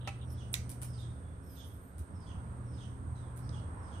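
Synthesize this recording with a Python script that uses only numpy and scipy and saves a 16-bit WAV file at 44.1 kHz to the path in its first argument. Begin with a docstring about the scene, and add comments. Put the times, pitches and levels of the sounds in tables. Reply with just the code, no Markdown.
"""Shellfish on a porch

Close to the microphone, a knife and fork lift shellfish from its shell on a china plate: one rattling
knock on the plate, one sharp click of steel, brittle ticks, faint rubs, wet smacks and thin squeaks.
Out in the garden an insect buzzes and a far bird repeats a falling call, over a low rumble,
a distant rush and a hum that comes and goes."""
import sys
import numpy as np
from scipy import signal
from scipy.fft import rfft, irfft, next_fast_len
from scipy.io import wavfile
from scipy.ndimage import map_coordinates

SR = 44100
rng = np.random.default_rng(int(sys.argv[2]) if len(sys.argv) > 2 else 0)


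def master_out(mix):
    """Clip the mix to full scale and print it as 16-bit PCM to the path in sys.argv[1]."""
    frames = np.transpose(np.atleast_2d(mix))
    ceiling = np.clip(frames, -1, 1)
    pcm = np.round(ceiling * 32767).astype(np.int16)
    wavfile.write(sys.argv[1], SR, pcm)


N = 176400

# Where the garden sits at the microphone. Each row: frequency in Hz, left over right in dB.
GARDEN_LEAN = [(60, -1), (120, -2.5), (380, -3), (1300, -4), (2400, -7), (4400, -4.5), (8200, -9),
               (15000, 1.5)]
# The porch's reverberation. Each row: frequency in Hz, seconds to fall 60 dB.
PORCH_DECAY = [(300, 0.14), (2500, 0.35), (6000, 0.32), (9000, 0.18), (15000, 0.22)]


def amp(db):
    """Decibels to gain."""
    return 10 ** (np.asarray(db) / 20)


def unit(x):
    """Scale to rms 1."""
    return x / np.sqrt(np.mean(x ** 2) + 1e-20)


def along(points, hz):
    """Read (Hz, value) points on a log frequency axis."""
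    f, v = np.transpose(points)
    return np.interp(np.log(hz + 1), np.log(f + 1), v)


def curve(rows):
    """Join (seconds, value) points, one value per sample."""
    return np.interp(np.arange(N) / SR, *np.transpose(rows))


def wobble(rate, size=N):
    """A smooth random curve, rate knots a second."""
    return map_coordinates(rng.standard_normal(512), [np.arange(size) * rate / SR], mode="wrap")


def pan(db):
    """Two gains that put left db above right."""
    return amp(np.array([[db], [-db]]) / 2)


def add(track, start, x):
    """Mix x into the track at start seconds."""
    i = max(0, round(start * SR))
    track[..., i:i + x.shape[-1]] += x[..., :max(0, N - i)]


def filtered(x, response):
    """Filter x by a gain given as a function of Hz."""
    size = next_fast_len(N + SR // 2)
    return irfft(rfft(x, size) * response(np.fft.rfftfreq(size, 1 / SR)), size)[..., :N]


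def coloured(x, points, size=2048):
    """A minimum-phase filter through (Hz, dB) points that keeps the energy of a white burst."""
    cepstrum = irfft(np.log(amp(along(points, np.fft.rfftfreq(size, 1 / SR)))))
    cepstrum[1:size // 2] *= 2
    cepstrum[size // 2 + 1:] = 0
    impulse = irfft(np.exp(rfft(cepstrum)))
    return signal.fftconvolve(x, impulse[None] / np.linalg.norm(impulse), axes=1)[:, :x.shape[1]]


def leaning(x, lean):
    """Pan each frequency by (Hz, left over right in dB) points."""
    return filtered(x, lambda hz: amp(np.array([along(lean, hz), -along(lean, hz)]) / 2))


def lagging(x, lag_s=0.00035):
    """Low sound reaches the microphone's left side a little after its right."""
    return filtered(x, lambda hz: np.exp(np.pi * 1j * hz * lag_s * np.array([[-1], [1]])))


def noise(spectrum):
    """Stereo outdoor noise of rms 1, shaped by (Hz, dB) points."""
    # How alike the two channels are. 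Each row: frequency in Hz, correlation.
    likeness = [(60, 0.97), (130, 0.99), (290, 0.9), (640, 0.49), (1400, -0.45), (3100, 0.2), (7000, 0.1),
                (15000, -0.0023)]

    def mid_side_gains(hz):
        angle = np.arccos(np.clip(along(likeness, hz), -1, 1)) / 2
        return amp(along(spectrum, hz)) * [np.cos(angle), np.sin(angle)]

    mid, side = filtered(rng.standard_normal((2, N)), mid_side_gains)
    return unit(leaning(np.array([mid + side, mid - side]), GARDEN_LEAN))


def echoes(x, decay, rise_s):
    """The diffuse reverberation of x, each frequency dying at its own speed."""
    hz, t, spectra = signal.stft(rng.standard_normal((2, SR // 2)), SR, nperseg=256)
    envelope = amp(-60 * t / along(decay, hz)[:, None]) * (1 - np.exp(-t / rise_s))
    tail = signal.istft(spectra * envelope, SR, nperseg=256)[1]
    return signal.fftconvolve(x, tail / np.linalg.norm(tail[0]), axes=1)[:, :N]


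def crack(colour, t60):
    """The brief stereo noise burst of a contact."""
    t = np.arange(SR // 3) / SR
    fade = amp(-60 * t / t60)
    burst = rng.standard_normal((2, len(t))) * fade
    return coloured(burst * np.linalg.norm(fade) / np.linalg.norm(burst, axis=1, keepdims=True), colour)


def ring(modes):
    """Damped modes, a little different at each blow and in each channel."""
    t = np.arange(SR // 3) / SR
    x = np.zeros((2, len(t)))
    for hz, db, t60 in modes:
        fade = amp(db + rng.normal(0, 1.2) - 60 * t / t60)
        x += fade * np.sin(2 * np.pi * hz * t + rng.normal(0, 0.65, (2, 1)))
    return x


def glide(length, first_hz, middle_hz, last_hz, level_db, rough, flutter_db):
    """A whistle that bends through three pitches."""
    u = np.linspace(0, 1, int(length * SR))
    bend = np.polyval(np.polyfit([0, .5, 1], [first_hz, middle_hz, last_hz], 2), u)
    hz = bend * (1 + rough * wobble(900, len(u)))
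    arch = 2 * np.sqrt(np.abs(np.sin(np.pi * u)))
    gain = amp(level_db + flutter_db * wobble(250, len(u)))
    return gain * arch * np.sin(2 * np.pi * np.cumsum(hz) / SR)


def background():
    """Low rumble, a dull rush, a swell like a far vehicle coming nearer, and faint hiss."""
    # The four spectra. Each row: frequency in Hz, relative level in dB.
    rumble_colour = [(20, -29), (35, -11.5), (50, -13.5), (62, -2.5), (80, 3.5), (100, -4.5), (130, -15),
                     (160, -10.5), (200, -15.5), (300, -21), (450, -34), (900, -44), (2500, -110)]
    rush_colour = [(100, -0.5), (300, 0.5), (500, -0.5), (900, -9.5), (1450, -6.5), (2000, -18),
                   (2600, -25), (5000, -34.5), (8000, -64), (16000, -63)]
    swell_colour = [(400, -19.5), (700, -4.5), (950, 1.5), (1350, -4), (1900, -16), (2600, -29.5),
                    (5000, -51), (10000, -73)]
    hiss_colour = [(1000, -11), (3500, 1), (5000, -6.5), (7500, -2.5), (10000, -29), (11000, -5.5),
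                   (13000, -7), (15000, -9), (15800, -35)]
    # How the first three rise and fall. Each row: time in seconds, relative level in dB.
    rumble_level = [(0.0, -48.5), (0.72, -44), (0.8, -47.5), (0.9, -45), (1.93, -51.5), (2.02, -41.5),
                    (2.07, -64), (2.1, -44), (2.82, -45), (2.85, -49), (3.04, -42.5), (3.36, -47),
                    (3.5, -42), (4.0, -44.5)]
    rush_level = [(0.0, -59), (0.34, -58.5), (2.09, -60.5), (2.66, -57.5), (2.97, -60.5), (3.55, -57.5),
                  (4.0, -58)]
    swell_level = [(0, -64.5), (1.9, -70), (2.35, -57.5), (2.7, -65), (3.2, -59.5), (3.55, -58.5),
                   (3.8, -54.5), (4, -55.5)]
    rumble = amp(curve(rumble_level) + 1 + 0.63 * wobble(14)) * noise(rumble_colour)
    rush = amp(curve(rush_level) + 2 + 0.48 * wobble(5.71)) * noise(rush_colour)
    swell = amp(curve(swell_level) + 0.27 * wobble(25)) * noise(swell_colour)
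    return lagging(rumble) + rush + swell + amp(-79) * noise(hiss_colour)


def hums():
    """Low machine-like hums start and stop, wavering slightly."""
    # Each row: start and end in seconds, pitch in Hz, relative level in dB.
    tones = [(-.05, 1.17, 120.3, -43.5), (2.39, 3.66, 120.3, -44.8), (1.2, 2.35, 112.3, -56),
             (-.1, .85, 202, -60), (2.3, 2.95, 202, -61), (-.1, 2.2, 266, -66), (2.3, 3.8, 265, -62)]
    t, x = np.arange(N) / SR, np.zeros(N)
    for start, end, hz, db in tones:
        gate = np.clip(np.minimum(t - start, end - t) / 0.11 + .5, 0, 1)
        gain = np.sqrt(2) * amp(db - .5 + 2.1 * wobble(8.3))
        phase = 2 * np.pi * np.cumsum(hz * (1 + 0.0077 * wobble(8))) / SR
        x += gain * gate * np.sin(phase)
    return lagging(x * pan(db=-0.4))


def insect():
    """In the garden, fast pulses ring a narrow high resonance; more insects hiss further off."""
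    # The resonance. Each row: frequency in Hz, relative level in dB.
    band = [(6500, -33.5), (7850, -24.5), (8170, -5.5), (8420, 1), (8680, -2), (9000, -9.5), (9900, -15.5),
            (10400, -26.5), (12000, -48)]
    # The insects' effort. Each row: time in seconds, gain in dB.
    effort = [(0, -3), (.95, 3.5), (1.3, -2), (3.3, 1), (3.7, 2.5), (4, 2)]
    pulse_hz, scatter_s = 215.5, .000015
    sag = 0.0037  # share of the pitch lost per second
    t, pulses = np.arange(N) / SR, np.zeros((2, N))
    cycles = np.cumsum(pulse_hz * (1 + 0.0032 * wobble(12))) / SR
    times = np.interp(np.arange(1, cycles[-1] - 1), cycles, t)
    for channel in pulses:
        at = np.round((times + rng.normal(0, scatter_s, len(times))) * SR).astype(int)
        channel[at] = amp(rng.normal(0, 0.67, len(times)))
    buzz = amp(-72) * unit(leaning(coloured(pulses, band), GARDEN_LEAN))
    chorus = amp(-68.5) * noise(band)
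    slowing = SR * (t + sag * t * (t[-1] - t) / 2)
    sagging = np.array([map_coordinates(channel, [slowing]) for channel in buzz + chorus])
    return amp(curve(effort) + 0.53 * wobble(8.23)) * sagging


def bird():
    """Far off, a thin note falls into a rasping low one; no two calls are alike, and trees blur them."""
    # Each row: start in seconds, relative level in dB, shifts of the high and low notes in Hz,
    # time stretch, rasp gain in dB.
    calls = [(.235, -59, 97, -120, .92, -4), (0.834, -55.5, -61, 283, 1.004, -8),
             (1.412, -58.5, -61, 118, 1.03, -3), (2.126, -61, -150, -46, 0.91, -7.5),
             (2.64, -58, 60, 31, .93, -5.5), (3.385, -62, -150, -100, 0.91, -6),
             (3.765, -60, 0.5, -59, 0.96, -2.5)]
    # The course of a call. Each row: time in seconds, pitch in Hz, relative levels in dB of the voice,
    # a part in unison with it, the octave and the rasp, then roughness as a share of the pitch.
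    slur = [(0, 5650, -32, -36, -60, -40, .008), (.045, 5550, -21, -24, -55, -22, .014),
            (.115, 4950, -17, -19, -50, -13, .035), (.138, 4300, -25, -24, -40, -14, .05),
            (.155, 3560, -4, -21, -16, -5, .04), (.185, 3280, -1.5, -19, -17, -4.5, .05),
            (.21, 3030, -4.5, -26, -22, -7, .055), (.235, 2850, -26, -45, -40, -22, .05)]
    # The hoarse part's spectrum. Each row: frequency in Hz, relative level in dB.
    rasp_colour = [(1500, -37), (2500, -6), (3200, 4.5), (4300, -5.5), (5200, -1.5), (6400, 0.5),
                   (7200, -16.5), (8500, -14), (12000, -38)]
    # Fainter notes. Each row: start and length in seconds, first, middle and last Hz, relative dB.
    peeps = [(1.226, 0.12, 3460, 3426, 3490, -81), (3.149, 0.039, 4050, 3950, 3780, -74),
             (3.203, 0.097, 3750, 3470, 3140, -78.5)]
    # Reverberation among the trees. Each row: frequency in Hz, seconds to fall 60 dB.
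    tree_decay = [(2000, 0.37), (8000, 0.53)]
    x = np.zeros((2, N))
    at, *columns = np.transpose(slur)
    for start, db, high_hz, low_hz, stretch, rasp_db in calls:
        size = int(at[-1] * stretch * SR)
        t = np.arange(size) / SR
        course = [np.interp(t / stretch, at, column) for column in columns]
        fall, voice_db, unison_db, octave_db, hoarse_db, rough = course
        hz = fall + np.interp(fall, [fall.min(), fall.max()], [low_hz, high_hz])
        waver = 1 + rough * wobble(900, size) + .016 * wobble(70, size)
        phase = 2 * np.pi * np.cumsum(hz * waver) / SR
        voice = (amp(voice_db) + amp(unison_db)) * np.sin(phase) + amp(octave_db) * np.sin(2 * phase)
        rasp = amp(rasp_db + hoarse_db) * coloured(rng.standard_normal((2, size)), rasp_colour)
        add(x, start, amp(db + 3.4 * wobble(68.9, size)) * (voice + rasp))
    for start, *shape in peeps:
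        add(x, start, glide(*shape, rough=.012, flutter_db=2))
    size = int(0.088 * SR)  # a fading hiss opens one of the faint notes
    hiss = np.linspace(1, 0, size) * coloured(rng.standard_normal((2, size)), rasp_colour)
    add(x, 3.155, amp(-71) * hiss)
    return (amp(-4) * x + echoes(x, tree_decay, rise_s=0.0029)) * pan(db=-9)


def squeaks():
    """A short run of very high, ragged squeaks on the porch."""
    # Each row: start and length in seconds, first, middle and last pitch in Hz, relative level in dB.
    glides = [(1.43, 0.053, 11000, 11800, 12000, -75), (1.477, 0.067, 11900, 13200, 12700, -76),
              (1.48, 0.078, 10900, 12500, 12100, -70), (1.53, 0.038, 12600, 12350, 11860, -66),
              (1.578, 0.029, 12000, 11850, 11900, -67), (1.64, 0.035, 11400, 12600, 12200, -75),
              (1.665, 0.039, 12000, 11800, 11700, -69), (1.66, .09, 15200, 14600, 14100, -85),
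              (1.73, .028, 11600, 12150, 11800, -73), (1.795, 0.13, 14000, 12500, 11600, -78),
              (1.63, 0.051, 9900, 10640, 10100, -75), (1.73, 0.14, 10700, 9900, 9400, -80)]
    x = np.zeros((2, N))
    for start, *shape in glides:
        add(x, start, glide(*shape, rough=.007, flutter_db=3.5))
    return (amp(-2) * x + amp(-4) * echoes(x, PORCH_DECAY, rise_s=0.0042)) * pan(db=-6)


def meat():
    """Wet meat smacks softly as it comes away, well to the right."""
    # Each row: start in seconds, relative level in dB, spectral peak in Hz.
    smacks = [(0.144, -59, 3180), (3.492, -49, 4800)]
    x = np.zeros((2, N))
    for start, db, hz in smacks:
        colour = [(hz / 2, -20), (hz * 0.89, -5), (hz, 0),
                  (hz * 1.28, -6), (hz * 1.4, -28), (hz * 3.3, -55)]
        add(x, start, amp(db) * crack(colour, t60=.014))
    return (x + amp(-6) * echoes(x, PORCH_DECAY, rise_s=0.0081)) * pan(db=-12)


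def rubs():
    """Faint grainy strokes of steel over the shell, close and dry."""
    # Each row: start and length in seconds, relative level in dB, peak in Hz, left over right in dB.
    strokes = [(0, 0.041, -64, 3470, -9), (0.026, 0.074, -59, 3400, -7), (0.181, 0.091, -64, 3420, -5),
               (0.278, .09, -60, 10900, 0), (0.526, 0.016, -44, 10100, -4), (0.97, 0.072, -72.5, 11100, -6),
               (1.442, .18, -68, 11500, -1), (1.586, 0.26, -71, 11200, -3), (3.377, 0.18, -74.5, 5360, -8),
               (3.495, .17, -76, 4430, -7)]
    # A stroke's spectrum. Each row: multiple of its peak frequency, relative level in dB.
    band = [(.17, -55), (.6, -30), (.82, -6), (1, 0), (1.13, -4), (1.22, -25), (1.4, -55)]
    x = np.zeros((2, N))
    for start, length, db, hz, lean_db in strokes:
        size = int(length * SR)
        grains = rng.standard_normal((2, size)) * amp(3.3 * wobble(482, size)) * np.hanning(size)
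        colour = [(hz * ratio, level) for ratio, level in band]
        add(x, start, amp(db) * coloured(grains, colour) * pan(lean_db))
    return x


def ticks():
    """Tines catch on the brittle shell in short clusters."""
    # Each row: start in seconds, relative level in dB, left over right in dB.
    catches = [(0.6937, -40.5, -3), (0.7009, -42, -2), (.709, -49, 3), (0.7158, -44.5, -6),
               (0.817, -42.5, 8), (0.8228, -40.5, -5), (0.827, -43, 0), (0.832, -40, -5),
               (0.846, -44.5, -2), (1.982, -52.5, -7), (1.9921, -51.5, -10.5), (2.004, -58, -4),
               (3.363, -58, -11), (3.3708, -54, -10), (3.376, -51.5, -9.5), (3.391, -55, -8)]
    # A tick's spectrum. Each row: frequency in Hz, relative level in dB.
    colour = [(700, -9), (2000, -12), (4000, -13), (7300, -12), (8500, -1), (9400, 3), (11500, -6),
              (14000, -9), (16000, -24)]
    x = np.zeros((2, N))
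    for start, db, lean_db in catches:
        add(x, start, amp(db) * crack(colour, t60=0.018) * pan(lean_db))
    return x + amp(-1) * echoes(x, PORCH_DECAY, rise_s=0.001) * pan(db=-1.5)


def plate():
    """The shell is pressed down and rattles on the china plate, which rings briefly."""
    # Each row: start in seconds, relative level in dB.
    knocks = [(0.0746, -32), (.0815, -36), (.0895, -40.5)]
    # The plate's modes. Each row: frequency in Hz, relative level in dB, seconds to fall 60 dB.
    china_modes = [(613, -14, 0.13), (791, -2, 0.12), (1305, -9, 0.091), (1910, -19, 0.047),
                   (2006, -16, 0.07), (2257, -5.5, 0.042), (2592, -7, 0.056), (2745, -17, 0.077)]
    # The contact's spectrum. Each row: frequency in Hz, relative level in dB.
    colour = [(300, -21), (550, -11), (800, 5), (1600, -5.5), (2700, 3), (4500, -10.5), (9500, -14),
              (12500, -23), (15000, -53)]
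    x = np.zeros((2, N))
    for start, db in knocks:
        add(x, start, amp(db) * (amp(-5) * ring(china_modes) + amp(-3) * crack(colour, t60=0.037)))
    return x * pan(db=-4.5) + amp(-9.5) * echoes(x, PORCH_DECAY, rise_s=0.0035) * pan(db=-3)


def cutlery():
    """The knife slips off the shell's edge: a sharp click, a short ring of steel, the porch's answer."""
    # Each row: start in seconds, relative level in dB.
    clicks = [(.541, -19), (.5445, -35)]
    # The cutlery's modes. Each row: frequency in Hz, relative level in dB, seconds to fall 60 dB.
    steel_modes = [(1922, -8, .2), (2165, -8, .2), (2250, -8, .18), (2705, 0, .18), (3316, -7, .16),
                   (3550, -7, .2), (3818, -2, .15), (5685, -5, .17), (6627, -11, .15), (7483, -5, .08),
                   (8156, -4, .1), (8748, -4, .1)]
    # The click towards the microphone and into the porch. Each row: frequency in Hz, relative dB.
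    direct_colour = [(300, -8), (1300, -10), (2550, 2.5), (3150, 1), (3800, 9.5), (4500, -4), (5500, -8),
                     (7700, 1), (10000, -2.5), (13500, -5), (16000, -14)]
    spread_colour = [(400, -27), (1400, -11), (2300, 3), (3000, -4), (3800, -3), (4600, -5.5), (7000, -0.5),
                     (9000, -1), (12000, -6), (16000, -23)]
    # Where the click sits. Each row: frequency in Hz, left over right in dB.
    lean = [(1000, -1), (2700, -5), (5000, -12.5), (9000, -8.5), (12500, 1), (16000, 3)]
    wall_s, wall_db = .0118, -21  # a near wall throws the click back
    x, spread = np.zeros((2, N)), np.zeros((2, N))
    for start, db in clicks:
        add(x, start, amp(db) * (amp(-29) * ring(steel_modes) + crack(direct_colour, t60=0.0083)))
        add(spread, start, amp(db) * crack(spread_colour, t60=0.008))
        add(spread, start + wall_s, amp(db + wall_db) * crack(spread_colour, t60=0.02))
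        add(x, start + wall_s, amp(db + wall_db) * crack(spread_colour, t60=0.032))
    return leaning(x, lean) + amp(-9) * echoes(spread, PORCH_DECAY, rise_s=0.0016) * pan(db=-4.5)


def scene():
    """The meal close to the microphone, the garden around."""
    meal = plate() + cutlery() + ticks() + rubs() + meat() + squeaks()
    return meal + bird() + insect() + hums() + background()


def record(dry):
    """The recorder keeps nothing above its band limit."""
    return filtered(dry, lambda hz: hz < 15650)


dry = scene()
out = record(dry)
master_out(out)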